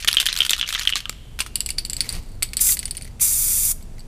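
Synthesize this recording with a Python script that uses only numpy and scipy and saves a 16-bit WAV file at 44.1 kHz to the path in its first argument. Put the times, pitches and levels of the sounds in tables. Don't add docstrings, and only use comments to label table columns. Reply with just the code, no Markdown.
import sys
import numpy as np
from scipy import signal
from scipy.fft import rfft, irfft
from scipy.io import wavfile
from scipy.ndimage import uniform_filter1d, map_coordinates

SR = 44100
rng = np.random.default_rng(int(sys.argv[2]) if len(sys.argv) > 2 else 0)


def digitize_waveform(pressure):
    field = np.atleast_2d(pressure).T
    bounded = np.clip(field, -1, 1)
    quanta = np.round(bounded * 32767).astype(np.int16)
    wavfile.write(sys.argv[1], SR, quanta)


def ratio_of_db(decibels):
    return 10 ** (np.asarray(decibels, float) / 20)


N = 179833
T = np.arange(N) / SR

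# freq_hz, density_db
RUMBLE_SPECTRUM = [(12, -37), (22, 10.5), (35, -2), (55, 0), (80, -8.5), (120, -11), (230, -21.5),
                   (382, -26), (549, -30.5), (788, -33.5), (1450, -45.5), (4000, -77), (15500, -81.5)]
# freq_hz, level_re_rumble_db
HUM_TONES = [(120, -17), (236, -21)]
# freq_hz, density_db
HISS_SPECTRUM = [(800, -4), (2000, -4.5), (5000, -8.5), (6300, -9), (8000, -7), (11000, -11.5),
                 (15500, -20)]
# freq_hz, density_db
CLOTH_SPECTRUM = [(100, 2), (500, 3), (1000, -0.5), (1400, -3.5), (2000, 4), (5000, 0.5), (9000, -3),
                  (15000, -8.5)]
# time_s, level_db
SLEEVE_LEVEL = [
    (1.98, -41.5),
    (2.02, -49),
    (2.1, -40.5),
    (2.16, -39),
    (2.19, -42.5),
    (2.21, -53),
    (2.3, -60),
    (2.38, -74),
]
# freq_hz, density_db
HALL_SPECTRUM = [(100, -6.5), (3000, 0.5), (5000, -3.5), (9000, -19.5), (15000, -33)]
BENCH_SPECTRUM = [(1000, -2.0), (5000, -1.5), (10000, -1.5), (15000, -5.0)]

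# freq_hz, density_db
JET_SPECTRUM = [(470, -32), (800, -30.5), (1980, -22), (2380, -19.5), (3050, -22.5), (3540, -18.5),
                (4160, -17), (7010, -4), (9920, -1), (15500, -6.5)]
# time_s, jet_db
PUFF_VALVE = [
    (2.598, -70),
    (2.603, -28),
    (2.612, -12.5),
    (2.63, -17.5),
    (2.7, -15.5),
    (2.738, -19.5),
    (2.752, -27),
    (2.775, -80),
]
SPRAY_VALVE = [
    (3.192, -86),
    (3.197, -36),
    (3.208, -25.5),
    (3.215, -14),
    (3.3, -19),
    (3.4, -19),
    (3.718, -18.5),
    (3.735, -41),
    (3.76, -76),
]

# freq_hz, level_db, t60_s
WALL_LOW_MODES = [(4494, 6, 0.0085), (4466, -8, 0.041), (4590, -6.5, 0.024), (4220, -18.5, 0.023),
                  (4770, -12, 0.03), (6350, -19.5, 0.012)]
WALL_MID_MODES = [(8050, 19, 0.0076), (7880, -3.5, 0.05), (7950, -7.5, 0.13), (8260, -2, 0.045),
                  (12200, 0.5, 0.03), (12050, -9, 0.016), (13280, -4.5, .02)]
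WALL_HIGH_MODES = [(9200, 4, 0.0066), (9280, -3, 0.047), (9060, -9, .03), (10000, -12, 0.028),
                   (10400, -13.5, 0.02), (13600, -14, 0.018)]
# freq_hz, level_db, t60_s
BELLY_MODES = [(2950, 0, 0.047), (2805, -1, 0.032), (3100, -17, .03)]
# freq_hz, level_db, t60_s
BODY_HELD_MODES = [(1400, -10, 0.03), (1700, -6, .02), (1950, 7, 0.026), (2135, 4, 0.022), (2350, 0, 0.014),
                   (2800, 1, 0.014), (5300, 0, 0.008)]
# freq_hz, density_db
RASP_SPECTRUM = [(800, -12), (2000, -2.5), (3500, 0), (5500, 0), (8000, -1), (12000, -4), (15000, -9)]
# start_s, low_ring_db, mid_ring_db, high_ring_db
TICKS = [(1.4058, -19, -20, -15), (1.5561, -16, -14, -10.5), (1.6054, -17, -11.5, -16.5),
         (1.6613, -21.5, -15.5, -23), (1.7042, -20.5, -18.5, -16), (1.784, -11.5, -28, -20),
         (1.7882, -34, -35, -32), (1.7953, -43, -33, -31), (1.8503, -18, -22, -27.5),
         (1.8602, -43, -30, -35), (1.8982, -22.5, -18, -24), (1.906, -42, -23, -38),
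         (1.932, -25, -15, -31.5), (1.9666, -22, -19.5, -32.5), (2.0061, -10, -18, -14.5),
         (2.091, -16.5, -21, -20.5), (2.101, -26, -34, -32), (2.1256, -28, -30, -22),
         (2.136, -32, -38, -38), (2.151, -30.5, -34, -35), (2.1652, -41, -40, -42), (2.174, -42, -45, -45),
         (2.227, -54, -48, -51), (2.234, -52, -46, -50.5), (2.262, -56, -51, -50), (2.29, -56, -50, -50),
         (2.318, -51, -49.5, -50), (2.352, -56, -54, -55), (2.4292, -16, -9.5, -9.5),
         (2.4889, -36, -54, -46.5), (2.569, -17, -11.5, -13), (2.5725, -26, -27, -24),
         (2.578, -32, -27, -26), (2.6696, -33, -10, -27), (2.7214, -18, -12, -33), (2.791, -22, -19, -17.5),
         (2.7948, -39, -24, -23.5), (2.8553, -23.5, -19.5, -17), (2.9097, -20, -22, -18.5),
         (2.969, -30, -29, -21.5), (3.0217, -32, -30, -29.5), (3.0467, -39, -38, -35.5),
         (3.826, -44, -39.5, -53.5), (3.9935, -39, -39.5, -47), (4.0053, -39, -41, -58)]
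# start_s, body_db, wall_rings_db
KNOCKS = [(1.6894, -19.5, -22.5), (1.7805, -34, -32), (2.0064, -18, -43), (2.044, -32, -32),
          (2.0562, -32, -37), (2.424, -12.5, -13), (2.5333, -23, -22.5), (2.5922, -23, -22),
          (2.6919, -20.5, -26), (2.77, -23.5, -20.5), (2.829, -24, -29), (2.879, -29, -43),
          (2.95, -29, -35), (2.9783, -31, -29), (3.0111, -32.5, -36), (3.032, -38.5, -50),
          (3.051, -37, -46), (3.066, -42.5, -54), (3.0758, -38, -39), (3.11, -51, -52),
          (3.1975, -28.5, -45.5), (3.809, -45.5, -55), (3.9813, -41.5, -61)]

# multiple_of_ring, level_db, t60_s
DOME_MODES = [(1, 12, 0.0054), (1.005, -13.5, 0.035), (1.1, -14.5, 0.025), (.91, -24.5, 0.13)]
# freq_hz, level_db, t60_s
BODY_SHAKEN_MODES = [(1188, -22.5, 0.16), (1348, -2, 0.028), (1576, 3.5, 0.017), (1876, 14.5, 0.011),
                     (2073, 5.5, 0.0055)]
# freq_hz, level_db, t60_s
CONTACT_MODES = [(5250, -3, 0.0034), (7840, 3, 0.0038), (11600, -8, 0.0012)]
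# multiple_of_dent_pitch, level_db, t60_s
DENT_MODES = [(1, 0.5, 0.0061), (1.7, -1, 0.0022), (2.9, -6.5, 0.0011)]
# freq_hz, level_db, t60_s
THUD_MODES = [(331, -3, 0.0098), (500, 0, 0.0097), (810, -2.5, .007), (1333, 2.5, 0.025)]
# freq_hz, density_db
CRACK_SPECTRUM = [(300, -36.5), (900, -8.5), (2500, 5), (5000, 7.5), (8000, -10.5), (11000, 2),
                  (15000, -10)]
# freq_hz, density_db
SLOSH_SPECTRUM = [(300, -16.5), (900, -20.5), (1800, 0), (3100, 3), (4500, 0), (6500, -3.5), (9000, -21),
                  (15000, -57)]
# freq_hz, density_db
SPLASH_SPECTRUM = [(2500, -34), (5000, -10.5), (8000, -2), (11500, -4), (15000, -14)]
# start_s, dome_ring_hz, strength_db, body_db
SQUARE_HITS = [(.0756, 3160, -7.5, -31.5), (.0874, 3100, -4, -16), (.1695, 3210, 2, -26),
               (.287, 3650, -8, -17), (.4054, 3180, 1, -25), (.5339, 3000, -6, -31),
               (.5957, 3510, -17, -34), (.6124, 3100, -10.5, -45), (.736, 3100, -21, -36),
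               (.7493, 3590, -14, -20.5), (.7779, 3670, -22, -24), (.8117, 2960, -19.5, -25),
               (.8743, 3140, -0.5, -15.5), (1.0556, 3070, -15.5, -26.5)]
# start_s, dome_ring_hz, strength_db, body_db
REBOUNDS = [(0.1846, 3135, -8.5, -36), (0.19, 3100, -38, -35), (0.4187, 3110, -7, -33),
            (0.6284, 3180, -12, -22.5), (0.6373, 2950, -19.5, -36), (0.644, 2900, -24, -31),
            (0.66, 3100, -26, -47), (0.7561, 3100, -17, -20.5), (.925, 3020, -12, -30),
            (0.9351, 2940, -12, -35), (0.9732, 4100, -27, -28)]
# start_s, dome_ring_hz, strength_db, body_db
RIM_HITS = [(0.0837, 3770, -2.5, -12.5), (0.1136, 2980, -12, -43), (0.1398, 3340, -17, -22.5),
            (0.1522, 2720, -21, -37.5), (0.2001, 3530, -4.5, -26), (0.217, 3100, -15, -48),
            (0.2643, 3190, -3.5, -19.5), (0.269, 2950, -15, -27), (0.3281, 4100, -11, -28),
            (.364, 3330, -9.5, -26), (0.4029, 3250, -19, -25), (0.4278, 3120, -22, -34),
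            (0.433, 3100, -17.5, -36.5), (0.45, 3100, -10, -28), (.495, 3650, -5, -41.5),
            (0.5145, 3600, -14, -22), (0.5328, 3040, -12, -23), (0.5643, 3900, -22, -30),
            (.58, 4070, -21, -31), (.59, 3220, -21, -27), (0.7052, 2560, -19, -24.5),
            (0.8338, 3270, -22, -40), (0.8613, 3030, -26, -47), (0.8924, 2970, -12.5, -17),
            (0.9555, 4400, -13, -22), (0.9671, 3880, -22, -35), (1.0045, 3080, -18.5, -32),
            (1.4039, 3040, -9, -22), (1.4165, 2900, -25, -35)]
# start_s, dome_ring_hz, strength_db, body_db
SIDE_HITS = [(0.0466, 2380, -9, -17), (0.0779, 3320, -4.5, -39), (0.1291, 2860, -6.5, -29),
             (.146, 3900, -12, -31), (.2063, 3260, -10, -25), (.2128, 3160, -12, -40),
             (0.2276, 4120, -15, -24), (0.2571, 3650, -7.5, -26), (0.3539, 3320, -15, -31),
             (0.3745, 3400, -8.5, -39), (0.388, 2980, -8, -32), (.464, 3260, -10, -24),
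             (0.507, 3630, -3, -32.5), (0.689, 4330, -10.5, -30), (0.7259, 3940, -9.5, -22),
             (0.7945, 2390, -9.5, -22), (0.824, 3020, -16, -41), (0.853, 3550, -16.5, -24),
             (0.9, 2950, -12, -21), (1.0946, 2290, -10.5, -23), (1.127, 2960, -31, -40),
             (1.39, 2440, -11.5, -22), (1.463, 4400, -20, -26)]
# dome_db, crack_db, patter_db
LANDING_OFFSETS = [
    (-1.15, -12, -34.5),
    (1.5, -25, -31),
    (-3.6, 0.4, -35.5),
    (-15, -0.5, -33.5),
]
# start_s, peak_db, dent_pitch_hz
DENTS = [(0.0765, -8, 3230), (0.0807, -5, 5370), (0.1137, -19, 2670), (0.129, -3.5, 4600),
         (0.1403, -9, 3300), (0.1462, -10, 7900), (0.1527, -22, 2840), (0.1775, -28, 3100),
         (0.2068, -10, 3750), (0.2173, -17, 2890), (0.2278, -12, 3570), (0.2573, -12, 10980),
         (0.27, -5, 3830), (0.2741, -20, 3190), (0.296, -24, 3660), (0.3208, -16, 2640),
         (0.3747, -11, 4050), (0.3882, -9, 8100), (0.3957, -19, 2280), (0.4289, -17, 3490),
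         (0.495, -8, 4100), (0.4992, -18, 3450), (0.5072, 1.5, 7630), (0.5142, -13, 3600),
         (0.5325, -0.5, 3600), (0.5386, -16, 3100), (0.5806, -23, 3700), (0.584, -27, 3320),
         (0.5958, -13, 4130), (0.5998, -19, 2610), (0.6124, -7.5, 3080), (0.69, -10.5, 3620),
         (0.6993, -15, 3790), (0.705, -27, 1800), (0.7283, -13, 3100), (0.7355, -19, 3960),
         (0.7388, -15, 3450), (0.743, -14, 4050), (0.7496, -6.5, 3300), (0.7952, -10, 4260),
         (0.8249, -23, 3450), (0.8328, -14, 5510), (0.852, -11.5, 3450), (0.9556, -4, 4200),
         (0.961, -13, 3530), (0.9669, -6.5, 3750), (0.972, -20, 4010), (0.9778, -13, 4480),
         (1.004, -23, 3450), (1.0959, -10.5, 7800), (1.4047, -2.5, 3100), (1.409, -10, 8050),
         (1.4189, -18, 2370)]
# start_s, thud_db
JOLTS = [(0.047, -28), (.076, -43), (.084, -28.5), (.1696, -31), (0.2648, -34.5), (0.4072, -33),
         (0.4181, -31), (0.496, -40), (0.5073, -22.5), (0.534, -39), (0.745, -36), (1.0953, -26),
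         (1.3905, -34), (1.4043, -31)]
# start_s, slosh_db, splash_db
SURGES = [(.0002, -29, -24), (.024, -31, -34.5), (0.0748, -14, -32.5), (.0834, -37, -35),
          (.1695, -29, -50.5), (.1998, -20, -17.5), (0.2635, -27, -46), (0.288, -18, -42),
          (.3279, -35, -32), (.374, -30.5, -33), (.4284, -26, -30), (0.449, -31, -21), (.495, -40, -22),
          (0.506, -34, -22), (0.514, -29, -42), (0.532, -20, -31), (.58, -40, -27), (0.61, -26, -53),
          (0.664, -34, -37), (.674, -32, -29), (0.6872, -30, -23.5), (0.7054, -48, -37),
          (0.735, -25.5, -20.5), (.7485, -25.5, -48), (0.7776, -26, -31), (.7937, -40, -33),
          (0.8106, -24, -27.5), (0.8723, -27, -31), (0.956, -18.5, -36), (0.966, -33, -22.5),
          (1.3895, -34, -30), (1.4035, -29, -27), (1.414, -37, -32), (1.463, -36, -31)]


def noise(spectrum, size=N):
    hz, db = np.transpose(spectrum)
    f = np.maximum(np.arange(size // 2 + 1) * SR / size, 1)
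    gain = ratio_of_db(np.interp(np.log(f), np.log(hz), db))
    y = irfft(rfft(rng.standard_normal(size)) * gain, size)
    return y / y.std()


def curve(table):
    time_s, level_db = np.transpose(table)
    return np.interp(T, time_s, level_db)


def walk(rate_hz):
    hold = int(SR / rate_hz)
    steps = np.repeat(rng.standard_normal(N // hold + 1), hold)
    return 0.653 * uniform_filter1d(steps, hold)[:N]


def fade(t, t60_s):
    return np.exp(-np.log(1000) * t / t60_s)


def rings(start_s, level_db, modes, scale=1, detune=0.013, scatter_db=5.0, rise_s=0.00028, flutter_db=5.5,
          sag=0, size=2048):
    out, t = np.zeros(N + size), np.arange(size) / SR
    hz, mode_db, t60_s = np.transpose(modes)[:, :, None]
    sag_s = 0.0023
    bent_s = t + sag * sag_s * (1 - np.exp(-t / sag_s))
    chance = rng.standard_normal((len(start_s), len(modes), 2 + size // 64))
    for s, db, k, c in zip(start_s, level_db, scale * np.ones(len(start_s)), chance):
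        flutter = uniform_filter1d(np.repeat(c[:, 2:], 64, axis=1), 64, axis=1)
        flutter *= np.minimum(t / 0.0011, 1)
        gain = ratio_of_db(mode_db + scatter_db * c[:, :1] + flutter_db * flutter) * fade(t, t60_s)
        mode_hz = k * hz * (1 + detune * c[:, 1:2])
        ring = (gain * np.sin(2 * np.pi * mode_hz * bent_s)).sum(axis=0)
        ring *= (1 - np.exp(-t / rise_s)) * (1 - (t / t[-1]) ** 2)
        first = int(s * SR)
        out[first:first + size] += ratio_of_db(db) * ring / np.abs(ring).max()
    return out[:N]


def bursts(start_s, level_db, t60_s, rise_s=0.00017):
    kicks = np.zeros(N)
    np.add.at(kicks, (start_s * SR).astype(int), ratio_of_db(level_db))
    t = np.arange(SR // 4) / SR
    return signal.fftconvolve(kicks, fade(t, t60_s) * (1 - np.exp(-t / rise_s)))[:N]


def workshop():
    hum = sum(ratio_of_db(db) * np.sin(2 * np.pi * hz * T + 3.1 * walk(6)) for hz, db in HUM_TONES)
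    ducked_db = np.interp(T, [0.83, 1.58], [-6.5, 0])
    bump_db = 5.5 * np.exp(-((T - 2.18) / 0.045) ** 2)
    rumble = (noise(RUMBLE_SPECTRUM) + hum) * ratio_of_db(-34 + ducked_db + bump_db)
    hiss = noise(HISS_SPECTRUM) * ratio_of_db(-57)
    brushing = (T > SLEEVE_LEVEL[0][0]) & (T < SLEEVE_LEVEL[-1][0])
    rustle_db = curve(SLEEVE_LEVEL) + 1.2 * walk(90) + 4.0 * walk(500)
    return rumble + hiss + brushing * noise(CLOTH_SPECTRUM) * ratio_of_db(rustle_db)


def room(x):
    hall_db, hall_t60_s = -29, 1.5
    bench_db, bench_t60_s = -18, 0.28
    gap_s = 0.0034
    t = T[:SR]
    hall = noise(HALL_SPECTRUM, SR) * fade(t, hall_t60_s)
    bench = noise(BENCH_SPECTRUM, SR) * fade(t, bench_t60_s)
    tail = ratio_of_db(hall_db) * hall / np.linalg.norm(hall)
    tail += ratio_of_db(bench_db) * bench / np.linalg.norm(bench)
    return signal.fftconvolve(x, tail * (1 - np.exp(-t / gap_s)))[:N]


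def nozzle(valve):
    echo_ms = 0.84 + 0.039 * walk(5.7)
    sputter_db = 2.2 * walk(1500) + 0.84 * walk(40)
    jet = noise(JET_SPECTRUM) * ratio_of_db(curve(valve) + sputter_db)

    def late(delay_ms):
        return map_coordinates(jet, [np.arange(N) - delay_ms * SR / 1000], order=3)

    return jet + 0.3 * late(echo_ms) + 0.18 * late(2.6 * echo_ms)


def rolling():
    tick_s, *tick_db = np.transpose(TICKS)
    knock_s, knock_db, knock_wall_db = np.transpose(KNOCKS)
    s = np.append(tick_s, knock_s)
    top_db = np.max(tick_db, axis=0)
    low_db = np.append(tick_db[0], knock_wall_db - 6)
    mid_db = np.append(tick_db[1], knock_wall_db - 7)
    high_db = np.append(tick_db[2], knock_wall_db - 9)
    body_db = np.append(top_db - 25, knock_db)
    crack_db = np.append(top_db - 9.5, knock_db - 10)

    tilt_pitch = np.interp(s, (1.95, 2.3), (0.965, 1.0))
    belly_db = np.interp(s, (1.72, 1.78), (-7, -18.5))
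    wall = rings(s, low_db + 3, WALL_LOW_MODES, scatter_db=1, flutter_db=7)
    wall += rings(s, mid_db + 3, WALL_MID_MODES, scale=tilt_pitch, detune=0.012, scatter_db=2.5, flutter_db=4.5)
    wall += rings(s, low_db + belly_db, BELLY_MODES, detune=0.016)
    wall += rings(s, high_db + 2.5, WALL_HIGH_MODES, detune=0.0032, scatter_db=3.5, flutter_db=5)
    body = rings(s, body_db, BODY_HELD_MODES, detune=0.028, rise_s=0.00026, flutter_db=5, sag=0.17)

    crack_env = bursts(s, crack_db + 8, 0.0021) + bursts(s, crack_db - 12.5, 0.11)
    crack = crack_env * noise(CRACK_SPECTRUM)
    rasp_env = bursts(knock_s, knock_db - 6.5, 0.042, rise_s=0.0004)
    rasp = rasp_env * noise(RASP_SPECTRUM) * ratio_of_db(3.9 * walk(900))
    return wall + body + crack + rasp


def shaking():
    kinds = [SQUARE_HITS, REBOUNDS, RIM_HITS, SIDE_HITS]
    s, ring_hz, strength_db, body_db = np.concatenate(kinds).T
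    offsets_db = np.repeat(LANDING_OFFSETS, [len(kind) for kind in kinds], axis=0).T
    dome_db, crack_db, patter_db = strength_db + offsets_db

    steel = rings(s, dome_db + 2.5, DOME_MODES, scale=ring_hz, detune=0.006, scatter_db=1.5, rise_s=0.0005)
    steel += rings(s, body_db, BODY_SHAKEN_MODES, detune=0.072, rise_s=0.00096)
    steel += rings(s, crack_db - 5, CONTACT_MODES, detune=0.15, rise_s=0.00008, scatter_db=4.5, size=256)
    dent_s, dent_db, dent_hz = np.transpose(DENTS)
    steel += rings(dent_s, dent_db - 2.5, DENT_MODES, scale=dent_hz, detune=0.03, rise_s=0.0001,
                   scatter_db=2, flutter_db=0, size=256)
    thuds = rings(*np.transpose(JOLTS), THUD_MODES, detune=0.052, size=1024)
    crack_env = bursts(s, crack_db - 12, 0.013) + bursts(s, crack_db - 15.5, 0.018)
    crack = crack_env * noise(CRACK_SPECTRUM)

    surge_s, slosh_db, splash_db = np.transpose(SURGES)
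    wet_s = np.append(surge_s, s)
    slosh_env = bursts(wet_s, np.append(slosh_db, patter_db), 0.091, rise_s=0.0014)
    splash_env = bursts(wet_s, np.append(splash_db, crack_db - 20.5), 0.057, rise_s=0.008)
    patter = ratio_of_db(6.5 * walk(600) - 1.5)
    paint = patter * (slosh_env * noise(SLOSH_SPECTRUM) + splash_env * noise(SPLASH_SPECTRUM))
    return steel + thuds + crack + paint


def scene():
    can = nozzle(PUFF_VALVE) + nozzle(SPRAY_VALVE) + rolling() + shaking()
    mid = workshop() + room(can) + can
    return np.array([mid, mid])


def top_cut(x):
    return signal.sosfilt(signal.butter(12, 16460, fs=SR, output="sos"), x)


def record(dry):
    low_pass = signal.ellip(10, 0.2, 44, 15270, fs=SR, output="sos")
    x = signal.sosfilt(low_pass, np.clip(dry, -1, 1))
    return top_cut(np.clip(x, -1, 1))


dry = scene()
out = record(dry)
digitize_waveform(out)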